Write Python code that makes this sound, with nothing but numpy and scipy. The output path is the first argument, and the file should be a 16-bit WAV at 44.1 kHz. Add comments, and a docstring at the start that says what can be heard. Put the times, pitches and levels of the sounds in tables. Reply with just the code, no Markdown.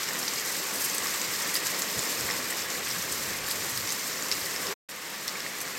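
"""Heavy rain on a narrow street at night, heard from the kerb.
Near drops patter, and fat drips smack, throw spray and plop into puddles, where air bubbles ring.
Countless far drops merge into a wash, water drums on roofs, and distant thunder rolls underneath.
Late on a dull rush swells, the sound cuts out for a moment, then comes back softer with a bright tick."""
import sys
import numpy as np
from scipy import signal
from scipy.fft import rfft, irfft, next_fast_len
from scipy.io import wavfile

SR = 44100
rng = np.random.default_rng(int(sys.argv[2]) if len(sys.argv) > 2 else 0)


def persist_wave(psi):
    """Save psi, clipped to +-1, as 16-bit WAV."""
    counts = np.round(np.clip(psi, -1, 1) * 32767).astype(np.int16)
    wavfile.write(sys.argv[1], SR, np.atleast_2d(counts).T)


N = 254898
TIME = np.arange(N) / SR

# the bright tone of fine spray and ticks: (frequency [Hz], level [dB])
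BRIGHT_TONE = [(1500, -10), (4000, 1), (8500, 8.5), (10200, 6.5), (12800, 10), (15800, 0.5)]


def patter():
    """Near raindrops land with sharp ticks and tiny rings over the hiss of their droplets."""
    # the tone of near drops: (frequency [Hz], level [dB])
    patter_tone = [(1200, -27), (2500, -5), (3400, -7.5), (4200, -1.5), (5250, 1), (6200, -0.5), (7400, 1),
                   (8900, -2.5), (9800, -10.5), (10800, -9.5), (11400, -3), (12600, -2), (14000, -6),
                   (15800, -10.5)]
    ticks = undb(-6) * impacts(per_second=2200, scatter_db=2.8, width=.1)
    pings = undb(-7) * ringing_drops(hz=5900, octaves=.48, fade_s=.009, count=3200, scatter_db=3.7)
    # each landing throws up droplets that soon fall back
    landings = np.abs(impacts(per_second=99, scatter_db=3.5, width=0)[0]) ** 2
    settle_s = .018
    droplets = np.sqrt(signal.lfilter([1], [1, -np.exp(-1 / (settle_s * SR))], landings))
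    hiss = stereo_noise(side_db=-17) * np.hypot(1, undb(-3) * unit(droplets))
    return shape_tone(hiss + ticks + pings, patter_tone) * undb(wander(45))


def flurries():
    """A changing gain that makes the near rain thicken and thin in short, smooth waves."""
    # flurries (+) and lulls (-): (middle time [s], level change [dB], half length [s])
    waves = [(.12, -2.5, .1), (0.43, -3.5, 0.022), (0.634, -1, 0.055), (1.608, -2.5, .03),
             (1.875, -1, 0.027), (2.06, 1, .025), (2.26, 0.5, 0.029), (2.467, -1, 0.026),
             (2.684, -4.5, .025), (2.81, -2.5, .02), (2.893, 1.5, .03), (3.15, 1, .035),
             (3.388, -4.5, 0.066), (3.568, -3, 0.027), (3.723, -1, 0.032), (3.92, 0.5, .025),
             (4.127, -2.5, 0.13), (4.252, 2, 0.018), (4.5, 2, .09)]
    return undb(sum(db * np.exp(-((TIME - s) / half_length) ** 2) for s, db, half_length in waves))


def spatter():
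    """Stray drops of very different sizes tick on the pavement."""
    return undb(-23) * ringing_drops(hz=5600, octaves=.38, fade_s=.0062, count=110, scatter_db=7)


def stray_spray():
    """Small drops shatter all around, each with a fine tick and a puff of mist."""
    ticks = impacts(per_second=45, scatter_db=2.1, width=.15)
    return undb(-12) * shape_tone(add_tail(ticks, fade_s=.03, tail_db=7), BRIGHT_TONE)


def drips():
    """Each fat drip lands with a tick and smacks with a brief ring; its droplets hiss a little longer."""
    # fat drips landing close by: (time [s], level [dB], ring pitch [Hz])
    landings = [(0.0313, -19, 5800), (0.087, -18.5, 5440), (0.228, -17.5, 5400), (0.2788, -14.5, 4870),
                (0.282, -17, 5740), (0.335, -16, 7400), (0.386, -23, 5200), (0.8974, -18, 6250),
                (0.981, -11, 7900), (1.0693, -19.5, 5360), (1.1573, -22, 7300), (1.215, -15.5, 7100),
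                (1.553, -10.5, 4850), (1.5618, -22, 4890), (1.569, -18, 5240), (1.6681, -13, 6800),
                (1.7449, -24, 4300), (1.8194, -11.5, 7050), (1.9909, -13.5, 7060), (2.2079, -20, 7660),
                (2.299, -22, 5500), (2.309, -18, 5300), (2.5082, -21, 7800), (2.7013, -19.5, 6900),
                (2.8717, -21.5, 4550), (2.903, -20, 5630), (2.9114, -21.5, 5470), (3.022, -22, 6390),
                (3.123, -18, 7950), (3.485, -24, 4400), (3.511, -15.5, 4940), (3.774, -16.5, 5080),
                (3.8734, -19, 5600), (3.8901, -18, 6100), (3.9033, -17, 6400), (3.921, -14.5, 7200),
                (4.129, -23, 5600), (4.2233, -18, 6560), (4.284, -18, 7170), (4.3137, -10.5, 4950),
                (4.3231, -13, 5450), (4.3295, -23, 4630), (4.34, -19, 5000), (4.4593, -22, 5040),
                (4.561, -19, 5300), (4.668, -18, 5200), (5.2786, -15, 5500), (5.2855, -20, 4500),
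                (5.2925, -22, 5000), (5.403, -21, 5330), (5.604, -20, 6260)]
    ring_s, smack_s, droplets_s, flatten_s = .0048, .004, .075, .0003
    out, t = np.zeros((2, N)), TIME[:SR // 12]
    for s, db, hz in landings:
        burst_noise, droplet_noise, tick_noise = rng.standard_normal((3, len(t)))
        ring = np.sin(2 * np.pi * hz * t) * fade(t, ring_s)
        tick = undb(-14) * tick_noise * fade(t, smack_s)
        burst = burst_noise * fade(t, smack_s)
        droplets = undb(-20) * droplet_noise * fade(t, droplets_s)
        around_ring = signal.butter(2, [hz * .57, hz * 1.26], "band", fs=SR)
        smack = ring + tick + undb(-1) * signal.lfilter(*around_ring, burst + droplets)
        smack *= 1 - np.exp(-t / flatten_s)  # the sound builds as the drop flattens
        smack *= undb(db) / np.abs(smack).max()
        place(out, s + .001194, smack, pan=.033 * rng.standard_normal())
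        # the nearest wall returns it as a quick slap
        place(out, s + .0096, undb(-14) * smack, pan=.1 * rng.standard_normal())
    return out


def splashes():
    """The heaviest drips throw up a crown of water that falls back with a soft, wet splat."""
    # wet splats: (time [s], level [dB], length [s])
    splats = [(1.0, -40, .012), (1.54, -35, .02), (1.985, -35, .014), (2.297, -37, .012),
              (3.49, -37, 0.018), (3.885, -37, 0.028), (4.316, -29.5, 0.014), (5.28, -35, .011)]
    # the tone of a splat: (frequency [Hz], level [dB])
    splat_tone = [(900, -22), (2000, -7), (3300, -3.5), (4800, 2), (7000, -3.5), (9000, -7), (15000, -24.5)]
    falling_water = impacts(per_second=6000, scatter_db=-1.5, width=.1)
    return bursts(splats) * shape_tone(falling_water, splat_tone)


def plops():
    """Big drips fall into the nearest puddles: a bubble rings very briefly inside a hollow splash."""
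    # drips into puddles: (time [s], level [dB], bubble pitch [Hz])
    puddle_drips = [(0.1078, -25, 1830), (0.155, -27, 1940), (0.553, -24.5, 1710), (1.06, -25, 1110),
                    (2.289, -22.5, 1940), (2.3018, -22, 1960), (2.5242, -24, 1920), (4.314, -30, 2180),
                    (4.323, -28, 2250), (5.354, -25, 2180), (5.4632, -24, 1920)]
    rise_s, ring_s = .0012, .012
    out, t = np.zeros((2, N)), TIME[:int(ring_s * SR)]
    envelope = (1 - np.exp(-(t / rise_s) ** 2)) * fade(t, ring_s)
    for s, db, hz in puddle_drips:
        around_bubble = signal.butter(2, [hz * .75, hz * 1.4], "band", fs=SR)
        splash = unit(signal.lfilter(*around_bubble, rng.standard_normal(SR // 10)))[:len(t)]
        plop = (np.sin(2 * np.pi * hz * t) + undb(-10) * splash) * envelope
        place(out, s, undb(db) * plop / np.abs(plop).max(), pan=.22 * rng.standard_normal())
    return out


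def sprays_and_tick():
    """Bright bursts: spray from shattered drips, and one brief tick as the sound cuts back in."""
    # bright bursts (the one at 4.89 s is the tick after the gap): (time [s], level [dB], length [s])
    bright_bursts = [(0.185, -26, 0.016), (0.458, -27, 0.006), (0.517, -25.5, 0.014), (0.73, -27.5, 0.043),
                     (0.793, -24.5, 0.05), (0.839, -20.5, 0.02), (0.943, -23, 0.016), (1.538, -23, 0.02),
                     (1.559, -26.5, 0.014), (1.785, -24, 0.018), (2.501, -24, 0.012), (3.022, -28.5, 0.012),
                     (3.119, -30, 0.012), (3.232, -27.5, 0.012), (3.363, -30, 0.011), (3.479, -27.5, 0.014),
                     (3.504, -22, 0.021), (3.692, -27, 0.018), (3.772, -25, 0.011), (4.371, -30, 0.01),
                     (4.455, -28, 0.011), (4.89, -29, 0.022), (5.276, -24, 0.0055), (5.611, -24, 0.011)]
    fizz = impacts(per_second=4900, scatter_db=1, width=.11)
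    return undb(-6.5) * bursts(bright_bursts) * shape_tone(fizz, BRIGHT_TONE)


def wash():
    """Rain all down the street merges into a smooth rush with a faint grain of drops on stone."""
    # the tone of far rain: (frequency [Hz], level [dB])
    wash_tone = [(300, -33), (600, -11.5), (810, -10.5), (880, -3.5), (980, -4), (1120, 1), (1280, -2),
                 (1480, -3), (1900, 0.5), (2300, -3), (2800, -5), (4000, -6.5), (6000, -12.5),
                 (9000, -17.5), (16000, -32)]
    rush = stereo_noise(side_db=-25)
    grain = undb(-5) * impacts(per_second=900, scatter_db=2.5, width=.027)
    return shape_tone(rush + grain, wash_tone) * undb(.5 * wander(12))


def puddles():
    """Bubbles of about one size plink all over the wet street."""
    return undb(-7) * ringing_drops(hz=1954, octaves=.203, fade_s=.06, count=900, scatter_db=1)


def roofs():
    """Water drums on roofs and runs in gutters, dull and restless."""
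    # the low tone of roofs and gutters: (frequency [Hz], level [dB])
    roof_tone = [(30, -41), (90, -13), (140, -7), (185, 1), (235, -2), (290, 0), (340, -0.5), (410, 1.5),
                 (470, 0.5), (520, 2), (620, -3), (900, -6), (3000, -38.5)]
    return shape_tone(stereo_noise(side_db=-27), roof_tone) * undb(1.6 * wander(20))


def thunder():
    """Far thunder rolls unevenly, dulled by distance, with a few stronger thumps of air pressure."""
    # rolls that swell fast and die slowly: (peak time [s], level [dB], dying time [s])
    rolls = [(.85, -58, .4), (1.4, -63, 0.33), (2.23, -51, 0.45), (2.85, -51, 0.5), (3.25, -50, 0.69),
             (3.78, -46.5, 0.074), (4.43, -61, 0.29)]
    # the deep tone of the rolls: (frequency [Hz], level [dB])
    thunder_tone = [(20, -18), (35, -16), (55, -6), (80, -2.5), (125, 1), (190, -2), (300, -8),
                    (500, -23.5), (800, -41)]
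    # low thumps: (time [s], level [dB], pitch [Hz], length [s])
    pulses = [(1.297, -49.5, 143, 0.037), (1.979, -35, 125, 0.015), (2.234, -44, 82, 0.044),
              (3.045, -47.5, 98, 0.041), (3.26, -53, 80, 0.04), (3.72, -48, 172, 0.036),
              (3.79, -51.5, 80, 0.042), (4.43, -55, 75, 0.035), (4.65, -56, 100, 0.04)]
    rumble_db, rise_s = -63, .06
    power = undb(rumble_db) ** 2
    for s, db, fall_s in rolls:
        power += (undb(db) * rise_and_fall(s, rise_s, fall_s)) ** 2
    rumble = shape_tone(stereo_noise(side_db=-37), thunder_tone)
    roll = rumble * np.sqrt(power) * undb(2.1 * wander(14))
    thumps = np.zeros(N)
    for s, db, hz, length in pulses:
        # pulses of three pitches arrive almost together from the lightning's crooked path
        for ratio in (2 ** -.5, 1, 2 ** .6):
            age = TIME - s - .0056 * rng.standard_normal()
            envelope = undb(db) * np.exp(-(2 * age / length) ** 2)
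            thumps += envelope * np.sin(2 * np.pi * (hz * ratio * age + rng.random()))
    low_cut = signal.butter(3, 62, "high", fs=SR, output="sos")
    return roll + signal.sosfilt(low_cut, thumps)


def swell():
    """A short, dull rush grows just before the sound cuts out."""
    # the tone of the rush: (frequency [Hz], level [dB])
    swell_tone = [(150, -28), (300, -6), (430, 9), (650, -5.5), (1250, -1), (2500, -17), (6000, -47.5)]
    rush = shape_tone(stereo_noise(side_db=-25), swell_tone)
    return undb(-36) * rush * rise_and_fall(peak_s=4.705, rise_s=.064, fall_s=.064)


def impacts(per_second, scatter_db, width):
    """Clicks at random moments, like drops hitting; their sizes vary, and width spreads them sideways."""
    size = undb(scatter_db * np.minimum(rng.exponential(size=N), 5))
    hits = (rng.random(N) < per_second / SR) * size * rng.choice([-1, 1], N)
    sides = 1 + width * rng.standard_normal(N) * np.array([[1], [-1]])
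    return unit(hits * sides)


def ringing_drops(hz, octaves, fade_s, count, scatter_db):
    """Drops at random moments each trap an air bubble, which rings briefly and rises a little in pitch."""
    out, t = np.zeros((2, N)), TIME[:int(fade_s * SR)]
    times = rng.random(count) * N / SR
    for s, (pitch, size, side) in zip(times, rng.standard_normal((count, 3))):
        bubble_hz = min(hz * 2 ** (octaves * pitch), SR / 3)
        ring = np.sin(2 * np.pi * bubble_hz * t * (1 + .87 * t)) * fade(t, fade_s)
        place(out, s, undb(scatter_db * min(size, 2)) * ring, pan=side / 5)
    return unit(out)


def undb(db):
    """Turn decibels into a gain to multiply by."""
    return 10 ** (np.asarray(db) / 20)


def unit(x):
    """Scale a sound to an average (rms) strength of 1."""
    return x / np.sqrt(np.mean(x ** 2))


def fade(t, fade_s):
    """A gain that drops by 60 dB in fade_s seconds."""
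    return undb(-60 * t / fade_s)


def rise_and_fall(peak_s, rise_s, fall_s):
    """A gain that swells to 1 at peak_s and dies away."""
    return np.exp(-np.maximum((peak_s - TIME) / rise_s, (TIME - peak_s) / fall_s))


def bursts(table):
    """A gain that swells quickly and thins out for each row of (time [s], level [dB], length [s])."""
    envelope = np.zeros(N)
    for s, db, length in table:
        age = np.maximum(TIME - s, 0) / (length / 3)
        envelope += undb(db) * age * np.exp(1 - np.minimum(age, 60))
    return envelope


def wander(per_second):
    """A slow wobble that glides between random values, mostly within -1 to 1."""
    return np.interp(TIME * per_second, np.arange(4096), rng.standard_normal(4096))


def stereo_noise(side_db):
    """Noise that is nearly alike in both ears; side_db sets how much they differ."""
    mid, side = rng.standard_normal((2, N))
    return mid + undb(side_db) * side * np.array([[1], [-1]])


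def shape_tone(x, points):
    """Filter a sound through points of (frequency [Hz], level [dB]), then scale it to strength 1."""
    hz, db = np.transpose(points)
    size = next_fast_len(N + 4096, True) // 2 * 2
    grid_hz = np.maximum(np.fft.rfftfreq(size, 1 / SR), 1)
    gains = undb(np.interp(np.log(grid_hz), np.log(hz), db))
    # fold the filter's second half onto its first, so it rings only after each hit, never before
    folded = irfft(np.log(gains))
    folded[1:size // 2] *= 2
    folded[size // 2 + 1:] = 0
    response = np.exp(rfft(folded))
    return unit(irfft(rfft(x, size) * response)[..., :N])


def add_tail(x, fade_s, tail_db):
    """Follow each impact with a short noisy tail."""
    t = TIME[:SR // 4]
    response = fade(t, fade_s) * rng.standard_normal(len(t))
    response *= undb(tail_db) / np.linalg.norm(response)
    response[0] = 1  # the impact itself
    return signal.fftconvolve(x, response[None], axes=1)[:, :N]


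def place(out, s, sound, pan):
    """Mix a short sound in at s seconds; a positive pan moves it left."""
    start = max(int(s * SR), 0)
    part = sound[:max(N - start, 0)]
    out[:, start:start + len(part)] += part * np.array([[1 + pan], [1 - pan]])


def scene():
    """Rain near and far, with the thunder underneath."""
    # one slow surge of rain that eases off: (time [s], far level [dB], near level [dB], roof level [dB])
    rain_strength = [(0, -36.5, -33, -43), (0.7, -37.5, -34, -43), (1.1, -36, -32.5, -43),
                     (1.7, -36, -33.5, -42.5), (2.1, -36.5, -33, -41.5), (2.7, -37, -35.5, -42.5),
                     (3.1, -37.5, -35, -43), (4.1, -38.5, -34, -44.5), (4.6, -37, -37, -43),
                     (5.1, -37.5, -38, -45.5), (5.78, -39, -39, -45)]
    times, *levels = np.transpose(rain_strength)
    far_db, near_db, roof_db = [np.interp(TIME, times, level) for level in levels]
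    far = (puddles() + wash()) * undb(far_db)
    near = (patter() + spatter() + stray_spray()) * undb(near_db) * flurries()
    rain = far + near + roofs() * undb(roof_db)
    # the house fronts throw the close drips back
    close = add_tail(drips() + splashes() + plops() + sprays_and_tick(), fade_s=.15, tail_db=-12)
    return rain + close + thunder() + swell()


def record(dry):
    """The sound cuts out briefly, returns softer and creeps back up; the highest treble is removed."""
    # the gap: (fade-out start [s], silence start [s], silence end [s], fade-in end [s])
    gap_times = (4.724, 4.742, 4.887, 4.890)
    return_db, recovery_s, top_hz = -7, .26, 15900
    gap = np.interp(TIME, gap_times, [1, 0, 0, 1])
    since_gap = TIME - gap_times[2]
    recovery = undb(return_db * (since_gap > 0) * np.exp(-np.abs(since_gap) / recovery_s))
    treble_cut = signal.ellip(12, .1, 80, top_hz, fs=SR, output="sos")
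    return signal.sosfilt(treble_cut, dry * gap * recovery)


dry = scene()
out = record(dry)
persist_wave(out)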